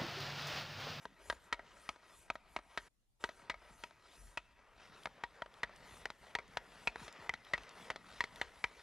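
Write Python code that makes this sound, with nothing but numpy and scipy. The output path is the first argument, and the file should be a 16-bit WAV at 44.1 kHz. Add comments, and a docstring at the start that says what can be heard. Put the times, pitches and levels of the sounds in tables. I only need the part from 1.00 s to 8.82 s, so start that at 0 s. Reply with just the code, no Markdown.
"""In an indoor ice rink a skater dribbles a rubber puck from side to side, a few metres from the listener.
Each tap is a noisy contact force exciting the blade's modes, the stick's ring and a falling thump in the ice;
lighter blows follow as the blade drops back. Shaped noise gives the sliding strokes, skates, jacket and air.
A close echo and a faint long tail surround the blows, over steady hum and hiss; once all but that floor drops out."""
import sys
import numpy as np
from scipy import signal
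from scipy.fft import rfft, irfft, next_fast_len
from scipy.io import wavfile
from scipy.ndimage import uniform_filter1d, map_coordinates

SR = 44100
rng = np.random.default_rng(int(sys.argv[2]) if len(sys.argv) > 2 else 0)


def bounce(signal):
    """Save signal as a 16-bit WAV file at the path given by the first command-line argument."""
    frames = np.transpose(np.atleast_2d(signal))
    limited = np.clip(frames, -1, 1)
    pcm = np.round(limited * 32767).astype(np.int16)
    wavfile.write(sys.argv[1], SR, pcm)


N = 344862
TIME = np.arange(N) / SR

# All table levels are relative; spectra are densities (dB per Hz) whose noise is then scaled to rms 1.
# Blade on puck: [t/s, level/dB, clack f/Hz, clack prominence/dB, hollow f/Hz, low knock/dB,
#   hardness/dB per octave of treble, chatter/dB, stick ring/dB]
PUCK_TAPS = [(0.0533, -48.5, 1550, 4.5, 2470, 8.5, -2.5, -34, -18),
             (0.2989, -37.5, 1700, 6.5, 2400, 0.5, 1, -16, -10),
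             (0.5259, -36.5, 2050, 4, 806, -3.5, 1, 0, -11),
             (0.89, -42.5, 1590, -14.5, 3850, -7, -2, -16, -26),
             (1.3008, -39, 2340, 11.5, 1810, -2.5, -5.0, -20, -19),
             (1.5629, -40.5, 2460, 6, 1470, -1.5, -5, -11.5, -17),
             (1.7746, -40.5, 1790, 10, 796, 1.5, 1.5, -4.5, -19.5),
             (2.2395, -38, 1850, 3.5, 2270, 0, -1.0, -8.5, -10.5),
             (2.4972, -39.5, 2100, 10, 790, -1, 1.5, -11, -23),
             (2.8366, -48, 2550, 4, 4030, 1.5, 5, -18, -10),
             (3.3729, -41.5, 2560, 9.5, 3940, -3, 1, -6, -21),
             (4.0562, -43, 2010, 7.5, 1370, -5.5, -3.5, -29, -13),
             (4.2365, -41.5, 2040, 5, 1330, -4, -5, -18, -4),
             (4.42, -43.5, 3170, 11, 2680, -3, -8.5, -30, -6),
             (4.632, -37.5, 1950, 11.5, 780, -1, 2, -15, -11.5),
             (5.055, -42.5, 1820, 7.5, 3850, 2, 4, -15, -18),
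             (5.3512, -37, 2060, 4.5, 1400, -2, 1.5, -21, -6),
             (5.5705, -39.5, 1700, 1.5, 1200, -2.5, -1, -17, -12),
             (5.8727, -34, 2500, 15.5, 1240, -2.5, 1, -8, -17.5),
             (6.293, -37, 2110, 16.5, 4060, 1.5, 4, -32, -18),
             (6.535, -33.5, 2000, 12, 810, 0.5, 1, -9, -15),
             (6.9015, -40.5, 1960, 6.5, 4030, 0.0, 1, 3, -21),
             (7.2056, -34.5, 1950, 7.5, 1470, -6.5, 0, -12, -5.5),
             (7.4137, -38, 1890, 9.5, 5250, 5, 6.5, -6, -14),
             (7.6406, -35, 2170, 13.5, 1180, -8.5, -2.5, -18, -13.5)]
# Blade dropping back on the ice: [t/s, level/dB, clack f/Hz, clack prominence/dB, hardness/dB per octave]
BLADE_REBOUNDS = [(.3246, -51, 2400, 0, -4), (0.5926, -54, 2020, 10.5, -8), (0.96, -64.5, 1900, 3, -2),
                  (1.354, -51.5, 1940, 5, -4), (1.588, -56.5, 2300, 3, -2.5), (2.29, -52.5, 1950, 6, -0.5),
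                  (2.5416, -56, 2150, 12, -4.5), (2.9082, -66, 1950, 1, -1), (4.07, -52.5, 2400, 4, -9),
                  (4.4595, -59.5, 3000, 11, -6), (4.693, -61.5, 1950, 0, -11), (5.102, -51, 2370, 3, 2),
                  (5.3867, -48, 2270, 13, -1), (5.9575, -49, 1896, 6, -5), (6.0798, -55, 2210, 6.5, 5.5),
                  (6.3376, -47, 1910, 10, 4), (6.578, -52.5, 2530, 13, 1.5), (6.9594, -52, 1950, 3, 3),
                  (7.239, -45, 2040, 11, 4)]
# Bending modes of the stick: [nominal f/Hz, t60/s]
STICK_MODES = [(952, 0.069), (1912, 0.033)]
# Broad resonances of the blade and the valleys between them: [f/Hz, level/dB]
BLADE_RESONANCES = [(60, -33), (200, -9), (330, -11.5), (430, -3.5), (500, -5), (630, 0), (1100, -3.5),
                    (1270, 1.5), (1620, -5), (1950, -4.5), (2450, -7.5), (2800, -10), (3100, -8),
                    (3550, -11), (4050, -9.5), (4500, -15), (6200, -22), (9000, -31), (13000, -40)]
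# Ice chips under blade and skates: [t/s, peak level/dB, f/Hz]
ICE_CHIPS = [(4.034, -42, 3700), (4.54, -45, 3500), (4.761, -46, 7100), (5.479, -55, 6500),
             (6.126, -42.5, 6230), (6.449, -43.5, 3600), (6.634, -39.5, 3000), (6.692, -41.5, 5600),
             (6.809, -44, 2840), (7.359, -39, 3400)]
# Strokes of blade and puck over the ice: [start t/s, length/s, gliding level/dB, scraping level/dB]
SLIDING_STROKES = [(0, 0.029, -58.5, -68), (0.162, .19, -64, -68.5), (0.42, 0.18, -65, -90),
                   (0.615, 0.31, -65, -67.5), (0.981, .17, -66.5, -69), (1.156, .19, -69.5, -76.5),
                   (1.426, 0.17, -69, -74), (1.665, 0.54, -65, -69.5), (2.188, 0.11, -62, -66.5),
                   (2.34, 0.19, -64.5, -72.5), (2.576, 0.15, -64, -72), (2.754, 0.11, -67, -67),
                   (3.01, 0.15, -68.5, -67), (3.17, 0.21, -74, -77), (3.54, 0.41, -68, -77.5),
                   (3.753, 0.099, -62.5, -62.5), (3.883, 0.16, -64, -66.5), (4.128, .11, -63, -72),
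                   (4.31, 0.095, -61.5, -69.5), (4.496, 0.38, -64, -69.5), (4.79, 0.26, -65.5, -66.5),
                   (5.19, 0.13, -62.5, -67.5), (5.47, .15, -64, -77), (5.685, 0.25, -64, -67.5),
                   (5.957, 0.12, -58, -59.5), (6.097, 0.18, -58.5, -64), (6.418, 0.3, -61.5, -64.5),
                   (6.724, 0.16, -58, -62), (7.044, .19, -60, -61), (7.311, 0.15, -61.5, -62.5),
                   (7.49, 0.24, -64.5, -67.5), (7.723, 0.11, -62.5, -64.5)]
# How hard the skates run on the ice: [t/s, level/dB]
SKATE_EFFORT = [(0, -73.5), (1.2, -79.5), (1.5, -80.5), (2.3, -78.5), (3.0, -75), (3.3, -75), (3.72, -84),
                (3.81, -72), (4.7, -74.5), (4.95, -67), (5.15, -73.5), (5.65, -69.5), (6.25, -69),
                (6.5, -72), (6.85, -68.5), (7.05, -69), (7.35, -69.5), (7.55, -76)]
# Spectrum of gliding: [f/Hz, level/dB]
GLIDE_SPECTRUM = [(120, -32.5), (260, -10), (430, 2), (650, 1), (1000, -1), (1280, 1.5), (1600, -1.5),
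                  (2000, -3), (2500, -6.5), (3100, -12.5), (4500, -44)]
# Spectrum of scraping: [f/Hz, level/dB]
SCRAPE_SPECTRUM = [(1500, -15), (2700, 4.5), (3300, 6), (3900, 5.5), (4500, 2), (5000, 2.5), (6500, -4),
                   (12000, -35)]
# Arm swings that rustle the jacket: [fastest moment t/s, build-up/s, level/dB]
ARM_SWINGS = [(.04, 0.031, -71), (.3, 0.081, -65), (.45, 0.076, -75), (.85, 0.13, -70.5),
              (1.19, 0.12, -68.5), (1.35, 0.016, -72), (1.54, 0.058, -73.5), (1.87, 0.2, -73),
              (2.25, 0.075, -70), (2.39, 0.1, -74), (2.8, 0.16, -72), (3.25, 0.16, -68.5),
              (3.87, 0.08, -79.5), (4.03, 0.075, -73.5), (4.36, 0.088, -84), (4.58, 0.066, -81),
              (4.78, 0.044, -77), (4.97, 0.12, -67), (5.28, 0.13, -75.5), (5.55, 0.057, -78),
              (5.72, 0.1, -75), (5.85, 0.08, -70.5), (6.05, 0.063, -65), (6.25, 0.056, -72.5),
              (6.52, 0.12, -80), (6.64, 0.046, -77), (6.84, 0.1, -69), (7.18, 0.15, -72.5),
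              (7.39, 0.086, -72), (7.61, 0.14, -73), (7.81, 0.11, -74)]
# Spectrum of rustling cloth: [f/Hz, level/dB]
SWISH_SPECTRUM = [(3500, -4), (5500, 6), (7500, 10), (10000, 9), (12000, 6.5), (13000, -20.5)]
# Skates shifting their weight onto the ice: [t/s, peak level/dB]
SKATE_STEPS = [(2.423, -65), (2.704, -62), (3.894, -62), (4.911, -58), (5.485, -63), (5.753, -64),
               (6.014, -53), (6.186, -57), (6.813, -59)]
# Puffs of air on the microphone: [strongest moment t/s, build-up/s, level/dB]
AIR_PUFFS = [(.33, .08, -64.5), (2.68, 0.21, -69), (3.27, 0.077, -61), (5.52, .08, -65), (6.03, .07, -68),
             (6.34, .04, -65), (6.6, 0.073, -66), (7.19, .08, -59), (7.45, .1, -63.5)]
# Spectrum of moving air: [f/Hz, level/dB]
AIR_SPECTRUM = [(15, -35.5), (32, -11.5), (45, -2), (60, -6), (100, -18.5), (250, -51)]
# Spectrum of the skater's weight rolling over the ice: [f/Hz, level/dB]
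ROLLING_SPECTRUM = [(50, -19.5), (100, -1.5), (180, 2.5), (280, 0), (500, -29)]
# Decay of the hall: [f/Hz, t60/s]
HALL_DECAY = [(150, 3.6), (1000, 1.5), (2500, 2), (6000, 1.6), (12000, 0.89)]
# Spectrum of the steady hum and hiss: [f/Hz, level/dB]
FLOOR_SPECTRUM = [(15, -44), (25, 2), (90, -20.5), (123, -7), (148, -32.5), (183, -18), (237, -23),
                  (901, -34.5), (13000, -39.5)]
# The dropout: [fade-out starts t/s, fade-in starts t/s]
SILENCE = (1.88, 2.186)

CONTACT_RISE_S, SNAP_AT_S = .0005, .0014  # rubber squeezes before it pushes back; moment of the hardest push
CLACK_WIDTH_HZ = 330
HOLLOW_DB, HOLLOW_WIDTH = 7.5, 0.13  # modes with a node under the puck: dip, and width as a share of f
KNOCK_BELOW_HZ = 1260  # a flat, full blade adds body below this, fully so an octave down
TREBLE_FROM_HZ, TREBLE_OCTAVES = 1410, 1.17  # the range over which hardness tilts the treble
REBOUND_HOLLOW_HZ, REBOUND_KNOCK_DB = 2760, 2
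REBOUND_CHATTER_DB, REBOUND_RING_DB = -14, -19.5
CHIP_BLOW_S = .0011  # a chip breaks off faster than a blade strikes
STROKE_RISE_S, STROKE_COAST_S = 0.052, 0.038  # the blade gathers speed; the puck coasts on
SWELL_STOP = 0.61  # dying-away time of a swing or puff, over its build-up
BOARDS_UNTIL_S = 3.7  # the skater is close to hard surfaces until then
BOARDS_DELAY_S, BOARDS_GAIN = .00314, .3
CUT_S, RETURN_S = 0.0093, 0.026  # the sound goes at once and fades back in
FLOOR_DB = -78
TOP_HZ = 12600


def taps(tap_db=0, rebound_db=1.0):
    """Impact: the blade strikes the puck, and often drops back lightly on the ice."""
    track = np.zeros(N)
    for s, db, *blow in PUCK_TAPS:
        add(track, s, amp(db + tap_db) * contact(*blow))
    for s, db, clack_hz, clack_db, hardness_db in BLADE_REBOUNDS:
        drop = contact(clack_hz, clack_db, REBOUND_HOLLOW_HZ, REBOUND_KNOCK_DB, hardness_db,
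                       REBOUND_CHATTER_DB, REBOUND_RING_DB)
        add(track, s, amp(db + rebound_db) * drop)
    return track


def contact(clack_hz, clack_db, hollow_hz, knock_db, hardness_db, chatter_db, ring_db,
            thump_db=-21, high_mode_db=-2, coupling=0.88):
    """Modal excitation: the place struck weights the modes of blade and stick; hardness sets the treble."""
    t = np.arange(8192) / SR
    hz = np.geomspace(60, 13000, 300)

    def place(f):
        peak = clack_db * np.exp(-((f - clack_hz) / CLACK_WIDTH_HZ) ** 2)
        dip = HOLLOW_DB * np.exp(-((f / hollow_hz - 1) / HOLLOW_WIDTH) ** 2)
        return peak - dip

    body = knock_db * np.clip(np.log2(KNOCK_BELOW_HZ / hz), 0, 1)
    treble = hardness_db * np.clip(np.log2(hz / TREBLE_FROM_HZ), 0, TREBLE_OCTAVES)
    colour_db = along(BLADE_RESONANCES, hz) + place(hz) + body + treble
    blade = clack(t, np.c_[hz, colour_db], chatter_db)
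    for (f, t60), mode_db in zip(STICK_MODES, (0, high_mode_db)):
        blade = blade + amp(ring_db + mode_db + coupling * place(f)) * ring(t, f, t60)
    # refer the energy of the whole blow to its first 30 ms
    window = np.sqrt(.03 * SR / len(t))
    return window * (unit(blade) + amp(thump_db) * thump(t))


def clack(t, colour, chatter_db, blow=0.0022, settle=0.0085, snap_db=-4, clatter_db=3):
    """Forced response: a hard snap and a chattering tail pass through dense, damped modes."""
    # the tail is a run of uneven recontacts, a few milliseconds each
    clatter = amp(clatter_db * map_coordinates(rng.standard_normal(100), [t * 400]))
    onset = (1 - np.exp(-t / CONTACT_RISE_S)) ** 2
    chatter = amp(chatter_db) * clatter * np.exp(-t / settle)
    push = onset * (np.exp(-t / blow) + chatter)
    snap = (np.arange(len(t)) == round(SNAP_AT_S * SR)).astype(float)
    force = unit(push * rng.standard_normal(len(t))) + amp(snap_db) * unit(snap)
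    z = rfft(force)
    # chance sets the fine peaks, the blade sets the broad colour
    broad = np.sqrt(np.abs(uniform_filter1d(np.abs(z) ** 2, size=150)) + 1e-12)
    gain = amp(along(colour, np.fft.rfftfreq(len(t), 1 / SR)))
    return unit(irfft(z * causal(gain / broad)))


def ring(t, hz, t60, rise=0.00039):
    """Damped oscillation: a stick mode decays; its pitch varies a little at random from blow to blow."""
    varied_hz = hz * (1 + 0.0036 * rng.standard_normal())
    phase = 2 * np.pi * (varied_hz * t + rng.random())
    return unit(np.sin(phase) * amp(-60 * t / t60) * (1 - np.exp(-t / rise)))


def thump(t, sweep_hz=230, end_hz=43, fall=0.0047, life=0.026):
    """Dispersion: short bending waves in the ice arrive first, so the pitch falls by the sweep."""
    hz = end_hz + sweep_hz * np.exp(-t / fall)
    return unit(np.sin(2 * np.pi * np.cumsum(hz) / SR) * np.exp(-t / life))


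def chips(chip_db=-1):
    """Brittle fracture: small, bright ticks as an edge breaks the ice."""
    track, t = np.zeros(N), np.arange(2048) / SR
    for s, db, hz in ICE_CHIPS:
        colour = [(hz / 8, -24), (hz / 2, -8), (hz, 0), (2 * hz, -16)]
        tick = clack(t, colour, chatter_db=-34, blow=CHIP_BLOW_S)
        add(track, s, amp(db + chip_db) * tick / np.abs(tick).max())
    return track


def sliding(glide_db=0, scrape_db=-3.5, stick_db=4, width_hz=60, skate_glide_db=5, skate_scrape_db=-3):
    """Friction: blade and puck rub over rough ice in strokes; the skates rub faintly all the time."""
    glide, scrape = strokes()
    skates, = curves(SKATE_EFFORT)
    grit = unit(amp(1.77 * wobble(260)))  # bumps in the ice

    def stick(f):
        """Resonance: the rubbing sings faintly in the stick's modes."""
        return amp(stick_db * sum(1 / (1 + ((f - hz) / width_hz) ** 2) for hz, _ in STICK_MODES))

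    glide_gain = np.hypot(amp(glide_db) * glide, amp(skates + skate_glide_db))
    scrape_gain = np.hypot(amp(scrape_db) * scrape, amp(skates + skate_scrape_db))
    gliding = unit(filtered(rush(GLIDE_SPECTRUM, side_db=-54.5, patchy_db=2), stick))
    scraping = rush(SCRAPE_SPECTRUM, side_db=-27, patchy_db=3.0)
    return grit * (glide_gain * gliding + scrape_gain * scraping)


def strokes():
    """Kinematics of rubbing: the gains of gliding and scraping follow speed as it rises, holds and coasts."""
    power = np.zeros((2, N))
    for s, length, *dbs in SLIDING_STROKES:
        t = np.arange(round((length + 10 * STROKE_COAST_S) * SR)) / SR
        speed = np.minimum(t / STROKE_RISE_S, 1) * np.exp(-np.maximum(t - length, 0) / STROKE_COAST_S)
        for track, db in zip(power, dbs):
            add(track, s, (amp(db) * speed) ** 2)
    return np.sqrt(power)


def jacket(swish_db=1, rest_db=-88):
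    """Friction of cloth: noise swells with each swing of the arms and never quite rests."""
    gain = np.hypot(amp(swish_db) * swells(ARM_SWINGS), amp(rest_db))
    return gain * rush(SWISH_SPECTRUM, side_db=-12.5, patchy_db=4.0)


def steps(step_db=0):
    """Plate bending: a loaded skate bends the ice and sends a soft, falling thud."""
    track, t = np.zeros(N), np.arange(8192) / SR
    for s, db in SKATE_STEPS:
        thud = thump(t, sweep_hz=260, end_hz=58.5, fall=0.0121, life=0.022) * (1 - np.exp(-t / 0.0013))
        add(track, s, amp(db + step_db) * thud / np.abs(thud).max())
    return track


def rumble(puff_db=0, swing_air_db=-1, draught_db=-79, skate_db=-1):
    """Low-frequency flow and load: swings and puffs push the air; the skater's weight rolls over the ice."""
    skates, = curves(SKATE_EFFORT)
    puffs = amp(puff_db) * swells(AIR_PUFFS)
    swings = amp(swing_air_db) * swells(ARM_SWINGS)
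    air_gain = np.sqrt(puffs ** 2 + swings ** 2 + amp(draught_db) ** 2)
    air = air_gain * rush(AIR_SPECTRUM, side_db=-12, patchy_db=3.0)
    return air + amp(skates + skate_db) * rush(ROLLING_SPECTRUM, side_db=-13.5, patchy_db=3.0)


def near_echo(x):
    """Comb interference: a close surface answers within milliseconds."""
    near = BOARDS_GAIN * np.clip((BOARDS_UNTIL_S - TIME) * 10, 0, 1)
    echo = filtered(x, lambda hz: np.exp(-2j * np.pi * hz * BOARDS_DELAY_S))
    return (x + near * echo) / np.sqrt(1 + near ** 2)


def hall(x):
    """Reverberation: the distant walls return a faint, long tail whose decay depends on frequency."""
    hz, t, z = signal.stft(rng.standard_normal((2, SR)), SR, nperseg=256)
    decay = amp(-60 * t / along(HALL_DECAY, hz)[:, None])
    build_up = 1 - np.exp(-t / 0.034)
    tail = signal.istft(z * decay * build_up, SR, nperseg=256)[1]
    mid, side = signal.fftconvolve(x[None], tail / np.linalg.norm(tail[0]), axes=1)[:, :N]
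    return amp(-26) * np.array([mid + side / 4, mid - side / 4])


def steady_floor():
    """Stationary noise: the hum and hiss keep a constant level."""
    return amp(FLOOR_DB) * rush(FLOOR_SPECTRUM, side_db=-0.5, patchy_db=-2.5)


def rush(spectrum, side_db, patchy_db):
    """Filtered noise: a stereo pair of rms 1 with random gain patches in time and frequency."""
    z = signal.stft(rng.standard_normal((2, N)), nperseg=512)[2]
    field = uniform_filter1d(rng.standard_normal(z.shape[1:]), size=4, axis=0)
    field = uniform_filter1d(field, size=10, axis=1)
    pair = signal.istft(z * amp(patchy_db * unit(field)), nperseg=512)[1][:, :N]
    mid, side = filtered(pair, lambda hz: amp(along(spectrum, hz)))
    return unit(np.array([mid + amp(side_db) * side, mid - amp(side_db) * side]))


def swells(rows):
    """Power addition: bell-shaped gains build up to a peak and stop a little faster."""
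    power = np.zeros(N)
    for s, build, db in rows:
        width = np.where(TIME < s, build, build * SWELL_STOP)
        power += amp(2 * db) * np.exp(-2 * ((TIME - s) / width) ** 2)
    return np.sqrt(power)


def amp(db):
    """Logarithmic level: decibels to gain."""
    return 10 ** (np.asarray(db) / 20)


def unit(x):
    """Normalisation: scale to rms 1."""
    return x / np.sqrt(np.mean(x ** 2) + 1e-20)


def along(points, hz):
    """Interpolation: read (f/Hz, value) points on a logarithmic frequency axis."""
    f, v = np.transpose(points)
    return np.interp(np.log(hz + 1), np.log(f + 1), v)


def curves(rows):
    """Interpolation: one value per sample for each column after the time."""
    s, *cols = np.transpose(rows)
    return [np.interp(TIME, s, c) for c in cols]


def wobble(rate):
    """Random modulation: a smooth curve through rate knots a second."""
    return map_coordinates(rng.standard_normal(int(N * rate / SR) + 4), [TIME * rate])


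def filtered(x, response):
    """Linear filtering: multiply the spectrum of x by a response of frequency."""
    m = next_fast_len(N + SR // 2)
    return irfft(rfft(x, m) * response(np.fft.rfftfreq(m, 1 / SR)), m)[..., :N]


def causal(gain):
    """Causality: fold the cepstrum to get the minimum-phase response that has this gain."""
    c = irfft(np.log(np.maximum(gain, 1e-6)))
    half = len(c) // 2
    return np.exp(rfft(np.r_[c[0], 2 * c[1:half], np.zeros(half)]))


def add(track, s, sound):
    """Superposition: mix a sound into a track at time s."""
    part = track[max(round(s * SR), 0):][:len(sound)]
    part += sound[:len(part)]


def scene():
    """Superposition: all sources, louder on the left and slightly earlier on the right, over a steady floor."""
    hits = taps() + chips()
    direct = near_echo(hits + sliding() + jacket())
    rink = (direct + hall(hits) + steps() + rumble()) * amp([[.85], [-.85]])
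    delay = np.array([[.47], [-.47]]) / SR  # left, right (s)
    rink = filtered(rink, lambda hz: np.exp(-2j * np.pi * hz * delay))
    cut, back = SILENCE
    heard = np.interp(TIME, [cut, cut + CUT_S, back, back + RETURN_S], [1, 0, 0, 1]) ** 2
    return heard * rink + steady_floor()


def record(dry):
    """Band limitation: a very steep low-pass removes what lies above the top frequency."""
    return filtered(dry, lambda hz: 1 / np.sqrt(1 + (hz / TOP_HZ) ** 120))


dry = scene()
out = record(dry)
bounce(out)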